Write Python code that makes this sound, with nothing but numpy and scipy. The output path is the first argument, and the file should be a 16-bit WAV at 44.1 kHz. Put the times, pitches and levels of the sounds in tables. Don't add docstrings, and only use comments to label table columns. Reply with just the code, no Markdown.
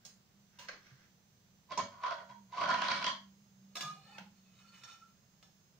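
import sys
import numpy as np
from scipy import signal
from scipy.fft import rfft, irfft
from scipy.io import wavfile
from scipy.ndimage import uniform_filter1d, map_coordinates

SR = 44100
rng = np.random.default_rng(int(sys.argv[2]) if len(sys.argv) > 2 else 0)


def unload_audio(sound):
    columns = np.transpose(np.atleast_2d(sound))
    steps = np.round(np.clip(columns, -1, 1) * 32767)
    wavfile.write(sys.argv[1], SR, steps.astype(np.int16))


N = 255701
TIME = np.arange(N) / SR
OPPOSITE = np.array([[1], [-1]])


def undb(db):
    return 10 ** (np.asarray(db) / 20)


def unit(x):
    return x / np.sqrt(np.mean(x ** 2) + 1e-30)


def pan(lean_db):
    return undb(np.array([[lean_db], [-lean_db]]) / 2)


def curve(rows, axis=1):
    rows = np.array(rows)
    return np.interp(TIME, rows[:, 0], rows[:, axis])


def response(points, hz):
    point_hz, point_db = np.transpose(points)
    return undb(np.interp(np.log(hz + 1), np.log(point_hz), point_db))


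def convolve(x, ring):
    full = signal.fftconvolve(np.atleast_2d(x), np.atleast_2d(ring), axes=-1)
    return full[:, :x.shape[-1]]


def colour(x, points):
    size = 1024
    cepstrum = irfft(np.log(response(points, np.fft.rfftfreq(size, 1 / SR))))
    cepstrum[1:size // 2] *= 2
    cepstrum[size // 2 + 1:] = 0
    ring = irfft(np.exp(rfft(cepstrum)))
    return convolve(x, ring / np.linalg.norm(ring))


def add(track, start_s, sound):
    i = int(start_s * SR)
    track[..., i:i + sound.shape[-1]] += sound[..., :N - i]


def walk(rate):
    knots = rng.standard_normal(2048)
    return unit(map_coordinates(knots, [TIME * rate], order=3, mode="wrap"))


def stroke(start_s, length_s, attack_s, release_s, sag_db=0):
    early_s = np.maximum(start_s - TIME, 0)
    late_s = np.maximum(TIME - start_s - length_s, 0)
    ramp_db = -20 * np.minimum(early_s / attack_s + late_s / release_s, 10)
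    return undb(ramp_db - sag_db * np.clip(TIME - start_s, 0, length_s))


def grains(rate, spread_db):
    size = undb(spread_db * np.clip(rng.standard_normal(N), -2, 2))
    happens = rng.random(N) < rate / SR
    return unit(happens * size * rng.choice([-1, 1], N))


def contact(decay_s, chatter):
    t = TIME[:SR // 6]
    push = rng.standard_normal(len(t)) ** 3 * np.exp(-t / decay_s)
    push *= chatter / np.linalg.norm(push)
    push[0] = 1
    return push / np.linalg.norm(push)


def harden(push, treble_db, corner_hz):
    soft = signal.sosfiltfilt(signal.butter(2, corner_hz, fs=SR, output="sos"), push)
    return soft + undb(treble_db) * (push - soft)


def resonate(push, hz, t60):
    turn = np.exp(2j * np.pi * np.cumsum(hz) / SR)
    keep = 1000 ** (-1 / (t60 * SR))
    slow = signal.lfilter([1], [1, -keep], push / turn)
    return (turn * slow).imag * np.sqrt(2 * (1 - keep ** 2))


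def kitchen(x, wet_db, early_db, t60=0.3, early_s=0.0044, shared_hz=800):
    t = TIME[:SR // 2]
    hz = np.fft.rfftfreq(len(t), 1 / SR)
    scatter = undb(early_db) * unit(np.exp(-t / early_s))
    tail = undb(wet_db) * unit(undb(-60 * t / t60) * (t > 2 * early_s))
    mid, side = rfft(rng.standard_normal((2, len(t))) * (scatter + tail)) / np.sqrt(len(t))
    apart = hz ** 2 / (hz ** 2 + shared_hz ** 2)
    paths = 1 + (mid + OPPOSITE * apart * side) / np.sqrt(1 + apart ** 2)
    paths /= np.sqrt(uniform_filter1d(abs(paths) ** 2, size=21))
    return convolve(x, irfft(paths)[:, :SR * 2 // 5])


# freq_hz, level_db
AIR_SPECTRUM = [(25, -17), (85, -4), (170, 2), (215, -2), (270, -13), (500, -13.5), (1200, -16.5),
                (2500, -19.5), (6200, -18), (8200, -30), (13700, -30.5), (15300, -19)]
AIR_DB = -68


def room_air():
    hz = np.fft.rfftfreq(N, 1 / SR)
    mid, side = rfft(rng.standard_normal((2, N)))
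    apart = np.clip(hz / 900, .3, 1)
    spread = (mid + OPPOSITE * apart * side) / np.sqrt(1 + apart ** 2)
    return undb(AIR_DB) * unit(irfft(spread * response(AIR_SPECTRUM, hz), N))


HUM_DB = -73
HUM_SPELL_S, HUM_SPELL_LENGTH_S, HUM_SPELL_DB, HUM_RAMP_S, HUM_SAG_DB_PER_S = 2.295, 2.37, -60.5, 0.24, 4.5


def appliance_hum():
    cycles = np.cumsum(194 + 4 * walk(12)) / SR
    third = undb(3.5 * walk(9)) * np.sin(2 * np.pi * cycles)
    second = undb(-8) * walk(16) * np.sin(2 * np.pi * cycles * 2 / 3)
    spell = stroke(HUM_SPELL_S, HUM_SPELL_LENGTH_S, HUM_RAMP_S, HUM_RAMP_S, HUM_SAG_DB_PER_S)
    return (undb(HUM_DB) + undb(HUM_SPELL_DB) * spell) * (third + second)


# start_s, length_s, pitch_hz, level_db, lean_db (left minus right)
WHINES = [(0, 11, 7380, -92, -21.5), (0.402, 1.23, 6090, -90, -31), (1.95, 2, 6490, -83, -20.5),
          (3.305, 2.7, 5210, -87, -14), (4.349, 1.35, 6505, -85.5, -24.5)]
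WHINE_RAMP_S = 0.193


def electrical_whines():
    out = np.zeros((2, N))
    for start_s, length_s, pitch_hz, level_db, lean_db in WHINES:
        tone = np.sin(2 * np.pi * np.cumsum(pitch_hz + 5 * walk(60)) / SR)
        swell = stroke(start_s, length_s, WHINE_RAMP_S, WHINE_RAMP_S)
        out += pan(lean_db) * undb(level_db) * swell * tone
    return out


def background():
    return pan(-2.3) * (room_air() + appliance_hum()) + electrical_whines()


# start_s, peak_db, pitch_hz, decay_s
WORKTOP_BUMPS = [(0.906, -56, 125.5, 0.022), (1.779, -56.5, 103, 0.064), (3.825, -49, 156, 0.12),
                 (4.198, -52, 188, 0.06)]


def worktop():
    out, t = np.zeros(N), TIME[:SR // 2]
    for start_s, peak_db, pitch_hz, decay_s in WORKTOP_BUMPS:
        band = signal.butter(2, [pitch_hz / 1.058, pitch_hz * 1.104], "band", fs=SR, output="sos")
        thud = signal.sosfilt(band, rng.standard_normal(len(t)) * np.exp(-t / decay_s))
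        add(out, start_s, undb(peak_db) * thud / abs(thud).max())
    return out


# time_s, rise_hz (of all its modes)
BLADE_PRESS = [(3.75, 9), (3.84, -6), (3.93, 7), (4.13, 111.5), (4.85, 126), (5.43, 51)]
# start_s, length_s, level_db, pitch_hz (without pressure)
BLADE_SQUEALS = [(3.829, 0.07, -41.5, 1222), (3.89, 0.084, -58.5, 751), (4.07, 0.16, -62, 725),
                 (4.08, 0.062, -63, 1682), (4.643, 0.13, -71, 1250), (4.826, 0.13, -59.5, 1244),
                 (5.018, 0.011, -54.5, 1236)]
SQUEAL_ATTACK_S, SQUEAL_RELEASE_S = 0.0075, 0.028


def squeals():
    rise_hz, out = curve(BLADE_PRESS), np.zeros(N)
    rough = .3 + rise_hz / 170
    wander, tremble = walk(22), walk(110)
    for start_s, length_s, level_db, pitch_hz in BLADE_SQUEALS:
        size, slip = (np.roll(tremble, lag) for lag in rng.integers(0, N, size=2))
        cycles = np.cumsum(pitch_hz + rise_hz + 7 * wander) / SR
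        tone = np.sin(2 * np.pi * cycles + rough * slip)
        swell = stroke(start_s, length_s, SQUEAL_ATTACK_S, SQUEAL_RELEASE_S)
        out += undb(level_db + 4.2 * rough * size) * swell * tone
    return kitchen(out, wet_db=7, early_db=7)


# pitch_hz (unpressed), t60_s (when tapped), tap_db, slide_db (on the glass),
# buried_db (under the slice)
BLADE_MODES = [(726, 0.16, 6, 6.5, -27), (1080, 0.17, -14, -24, -23.5), (1259, 0.13, 1, 8, 3.5),
               (1695, 0.29, 3.5, 6, -4), (2445, 0.18, -21, 8, 7), (2876, 0.092, -2, 8, 5),
               (3541, 0.084, 7.5, 4, 7), (3910, 0.09, 0.5, -5, 1), (4244, 0.033, -2, 9.5, 5),
               (4750, 0.078, -2.5, 1, -9), (5270, 0.048, -24, -11, -1), (5455, 0.054, 4, -4, -1.5),
               (6340, 0.076, -2, -24.5, -5)]
# start_s, strength_db
BLADE_CLINKS = [(3.754, -11), (3.767, -11.5), (3.807, -9), (3.826, -16.5), (4.835, -22.5), (4.918, -30.5),
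                (5.427, -30.5)]
# freq_hz, level_db
STEEL_TICK_SPECTRUM = [(300, -21), (1000, 6), (6500, 2.5), (9000, -13.5), (13000, -14), (15300, -7.5)]
# start_s, length_s, level_db, attack_s
GLASS_SLIDES = [(3.809, 0.045, -57, 0.064), (4.078, 0.083, -65.5, 0.19)]
SLIDE_RELEASE_S = 0.11
BURIED_S, BURIED_LENGTH_S, BURIED_DB, BURIED_ATTACK_S, BURIED_RELEASE_S = 4.75, 0.18, -65.5, 0.41, 0.2
BURIED_T60_S = 0.036
BLADE_CUT_HZ = 340


def blade():
    taps = np.zeros(N)
    for start_s, strength_db in BLADE_CLINKS:
        add(taps, start_s, undb(strength_db) * contact(decay_s=0.0077, chatter=32.0))
    sliding = np.zeros(N)
    for start_s, length_s, level_db, attack_s in GLASS_SLIDES:
        sliding += undb(level_db) * stroke(start_s, length_s, attack_s, SLIDE_RELEASE_S)
    rub = grains(rate=5000, spread_db=3.5) * sliding
    crumbs = grains(rate=1400, spread_db=5) * undb(BURIED_DB + 4.6 * walk(35))
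    crumbs *= stroke(BURIED_S, BURIED_LENGTH_S, BURIED_ATTACK_S, BURIED_RELEASE_S)

    rise_hz, wander, ring = curve(BLADE_PRESS), walk(22), 0
    for pitch_hz, t60_s, tap_db, slide_db, buried_db in BLADE_MODES:
        feed, detune = (np.roll(wander, lag) for lag in rng.integers(0, N, size=2))
        pressed_hz = pitch_hz + rise_hz
        rubbed_hz = pressed_hz + 0.011 * pitch_hz * detune
        friction = undb(3.0 * feed) * (undb(slide_db) * rub + undb(buried_db) * crumbs)
        ring = ring + resonate(undb(tap_db) * taps, pressed_hz, t60_s)
        ring = ring + resonate(friction, rubbed_hz, BURIED_T60_S)
    steel = undb(-13.5) * ring + undb(-5.0) * colour(taps + rub + crumbs, STEEL_TICK_SPECTRUM)
    steel = signal.sosfilt(signal.butter(2, BLADE_CUT_HZ, "high", fs=SR, output="sos"), steel)
    return kitchen(steel, wet_db=3.5, early_db=7.5, t60=0.34)


# start_s, peak_db (before the room), centre_hz, width_octaves, decay_s
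SNAPS_AND_TAP = [(0.05, -33.5, 7000, 0.6, 0.012), (0.588, -34.5, 4700, 1.28, 0.03),
                 (0.685, -27, 1730, 0.39, 0.0055), (0.685, -32, 4780, 0.26, 0.0035),
                 (0.688, -43.5, 537, 0.17, 0.0073), (0.73, -44, 1810, 0.65, 0.014),
                 (1.775, -26, 5520, 0.32, 0.0048), (4.182, -29, 2110, 1.39, 0.0023)]
# freq_hz, level_db
BURST_SPECTRUM = [(100, -0.5), (500, 12), (1000, 8.5), (6500, -4), (8500, -20), (13000, -33), (15300, -3.5)]
# start_s, length_s, level_db
SPONGE_PUSHES = [(0.06, 0.033, -72), (0.646, 0.081, -58), (0.864, 0.024, -63.5), (1.003, 0.029, -67)]
SPONGE_ATTACK_S, SPONGE_RELEASE_S = 0.12, 0.089
# freq_hz, level_db
CRUMB_SPECTRUM = [(200, 10.5), (900, 5), (1600, 18.5), (3000, 6.5), (6000, 7.5), (8000, -39), (14000, -57)]


def cake_and_hand_tap():
    bursts = np.zeros((1, N))
    hz = np.geomspace(100, 16000, 24)
    for start_s, peak_db, centre_hz, width_octaves, decay_s in SNAPS_AND_TAP:
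        body_db = -10 * np.log10(1 + (np.log2(hz / centre_hz) / width_octaves) ** 4)
        body = np.c_[hz, np.maximum(body_db, -24)]
        burst = colour(colour(contact(decay_s, chatter=4.8), body), BURST_SPECTRUM)
        add(bursts, start_s, undb(peak_db) * burst / abs(burst).max())
    parting = np.zeros(N)
    for start_s, length_s, level_db in SPONGE_PUSHES:
        parting += undb(level_db) * stroke(start_s, length_s, SPONGE_ATTACK_S, SPONGE_RELEASE_S)
    rustle = colour(grains(rate=1200, spread_db=6) * parting, CRUMB_SPECTRUM)
    return kitchen(bursts + rustle, wet_db=10, early_db=15.5)


# start_s, length_s, level_db, pitch_hz
EDGE_SQUEAKS = [(0.588, 0.07, -56.5, 980), (1.692, 0.014, -56.5, 999), (1.713, 0.01, -36, 1039),
                (1.778, 0.025, -28.5, 1000), (2.03, 0.03, -39.5, 1060), (2.108, 0.017, -36.5, 1018),
                (2.115, 0.038, -45, 648), (2.191, 0.052, -53.5, 659), (2.529, 0.0098, -42.5, 1008),
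                (2.577, 0.07, -36.5, 1126), (2.68, 0.075, -36, 988), (2.841, 0.098, -39, 986),
                (3.019, 0.075, -39, 1005)]
SQUEAK_ATTACK_S, SQUEAK_RELEASE_S, SQUEAK_FLUTTER_DB, SQUEAK_JITTER = 0.0046, 0.01, 0.5, 0.0385


def squeaks():
    out = np.zeros(N)
    wobble, flutter = walk(330), undb(SQUEAK_FLUTTER_DB * walk(210))
    for start_s, length_s, level_db, pitch_hz in EDGE_SQUEAKS:
        cycles = np.cumsum(pitch_hz * (1 + SQUEAK_JITTER * wobble)) / SR
        swell = stroke(start_s, length_s, SQUEAK_ATTACK_S, SQUEAK_RELEASE_S)
        out += undb(level_db) * swell * np.sin(2 * np.pi * cycles)
    return kitchen(out * flutter, wet_db=-12.5, early_db=-5)


# pitch_hz, width_hz, level_db (times width), lean_db (left minus right)
BOARD_MODES = [(204, 72, -2, 5), (262, 16, -14.5, -5), (572.7, 13.3, -3.5, 2), (664.4, 79, -4.5, -3),
               (942.6, 28, -3.5, -4.5), (989.3, 40, 5, 1.5), (1102, 63, 0, 3), (1174, 33, -9, 7),
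               (1303, 22, -4, -3.5), (1393.6, 46, -2.5, -3.5), (1516, 56, -7.5, -2),
               (1846, 86.6, -4.5, 0.5), (2271, 16, -9, 6), (3150, 90, -7.5, -6.5), (3303, 67, -9.5, 0),
               (4286, 90, -8.5, 2), (4716, 150, -15, -7)]
# freq_hz, level_db
EDGE_SPECTRUM = [(60, -16.5), (300, -6.5), (800, -0.5), (1500, 8.5), (2500, 0), (4500, -0.5), (6000, -6.5),
                 (7200, -20.5), (9000, -31), (14000, -63.5)]


def glass(push, edge_db):
    t = TIME[:SR // 5]
    ring = 0
    for k, (pitch_hz, width_hz, level_db, lean_db) in enumerate(BOARD_MODES):
        fade = (1 - np.exp(-pitch_hz * t)) ** 2 * np.exp(-np.pi * width_hz * t)
        skew = OPPOSITE * min(pitch_hz / 2400, np.pi / 4)
        tone = np.sin(2 * np.pi * pitch_hz * t + (-1) ** k * skew + k * np.pi)
        ring = ring + pan(lean_db) * undb(level_db) * width_hz * fade * tone
    return convolve(push, ring / np.linalg.norm(ring[0])) + undb(edge_db) * colour(push, EDGE_SPECTRUM)


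# start_s, length_s, level_db, treble_db (at the start),
# bass_db (from bending the board), contact_hz (resonance at the start)
EDGE_DRAGS = [(1.722, 0.005, -38, 2, 0.5, 690), (1.784, 0.02, -39, 1, 10, 724),
              (1.92, 0.17, -59.5, -6, -16, 1030), (2.04, 0.041, -37, -7.5, -16, 1226),
              (2.114, 0.014, -35, -10, -11.5, 720), (2.18, 0.045, -50, -12, -21.5, 630),
              (2.3, 0.012, -50, -3.5, -8, 934), (2.538, 0.084, -49.5, 1, -2, 960),
              (2.612, 0.14, -37, -5, 0.5, 1300), (2.78, 0.2, -37.5, -1, -1, 3020),
              (2.995, 0.034, -43, -2, 1, 3970), (3.068, 0.026, -38, -2, -1, 4480)]
# start_s, strength_db, treble_db
EDGE_KNOCKS = [(1.776, -10.5, -1), (1.798, -18, -5), (2.037, -14.5, -5.5), (2.108, -14.5, -0.5),
               (2.123, -17.5, 1), (2.582, -17.5, -4.5), (2.613, -11, -4.5), (2.638, -12, -10),
               (2.713, -6.5, -3), (2.743, -11, -8.5), (2.814, -18.5, 4.5), (2.842, -11, 1.5),
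               (2.884, -9.5, 6), (2.916, -6, 2.5), (2.962, -12, 2.5), (3.026, -12.5, 4.5),
               (3.043, -4.5, 3.5), (3.066, -2, 3), (3.078, -14.5, -1.5)]
DRAG_ATTACK_S, DRAG_ATTACK_PER_LENGTH, DRAG_RELEASE_S = 0.017, 0.18, 0.0097
DRAG_SAG_DB_PER_S, BRIGHTEN_DB_PER_S, CLIMB_OCTAVES_PER_S = 15.5, 36, 4.58
GRIT_DB, GRIT_TREBLE_DB = -5, -5.5


def edge_on_glass():
    slips = unit(grains(rate=1000, spread_db=5) * undb(2.6 * walk(170) + 2 * walk(55)))
    grit = undb(GRIT_DB) * harden(grains(rate=100, spread_db=3.0), GRIT_TREBLE_DB, corner_hz=2510)
    push = np.zeros(N)
    for start_s, length_s, level_db, treble_db, _, contact_hz in EDGE_DRAGS:
        drawn_s = np.clip(TIME - start_s, 0, length_s)
        rasp = harden(slips + grit, treble_db + BRIGHTEN_DB_PER_S * drawn_s, corner_hz=1890)
        climbing_hz = contact_hz * 2 ** (CLIMB_OCTAVES_PER_S * drawn_s)
        tone = undb(-12.5) * resonate(slips, climbing_hz, t60=0.0089)
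        attack_s = DRAG_ATTACK_S + DRAG_ATTACK_PER_LENGTH * length_s
        swell = stroke(start_s, length_s, attack_s, DRAG_RELEASE_S, DRAG_SAG_DB_PER_S)
        push += undb(level_db) * (rasp + tone) * swell
    for start_s, strength_db, treble_db in EDGE_KNOCKS:
        knock = harden(contact(decay_s=0.001, chatter=1.0), treble_db, corner_hz=1900)
        add(push, start_s, undb(strength_db) * knock)
    bass_db = curve(EDGE_DRAGS, axis=4)
    push = undb(bass_db) * harden(push, -bass_db, corner_hz=430)
    return kitchen(glass(push, edge_db=-4.5), wet_db=3.5, early_db=4.5)


# freq_hz, lean_db (left minus right)
MICROPHONE_LEAN = [(100, -3), (1000, -2), (5000, -1), (6500, -11), (7800, -12.5), (10000, -22), (15000, -7)]


def scene():
    near = rfft(edge_on_glass() + squeaks() + cake_and_hand_tap() + blade() + squeals() + worktop())
    lean = np.sqrt(response(MICROPHONE_LEAN, np.fft.rfftfreq(N, 1 / SR)))
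    return irfft(near * np.array([lean, 1 / lean]), N) + background()


TOP_HZ = 15600


def record(dry):
    return signal.sosfilt(signal.ellip(10, .2, 70, TOP_HZ, fs=SR, output="sos"), dry)


dry = scene()
out = record(dry)
unload_audio(out)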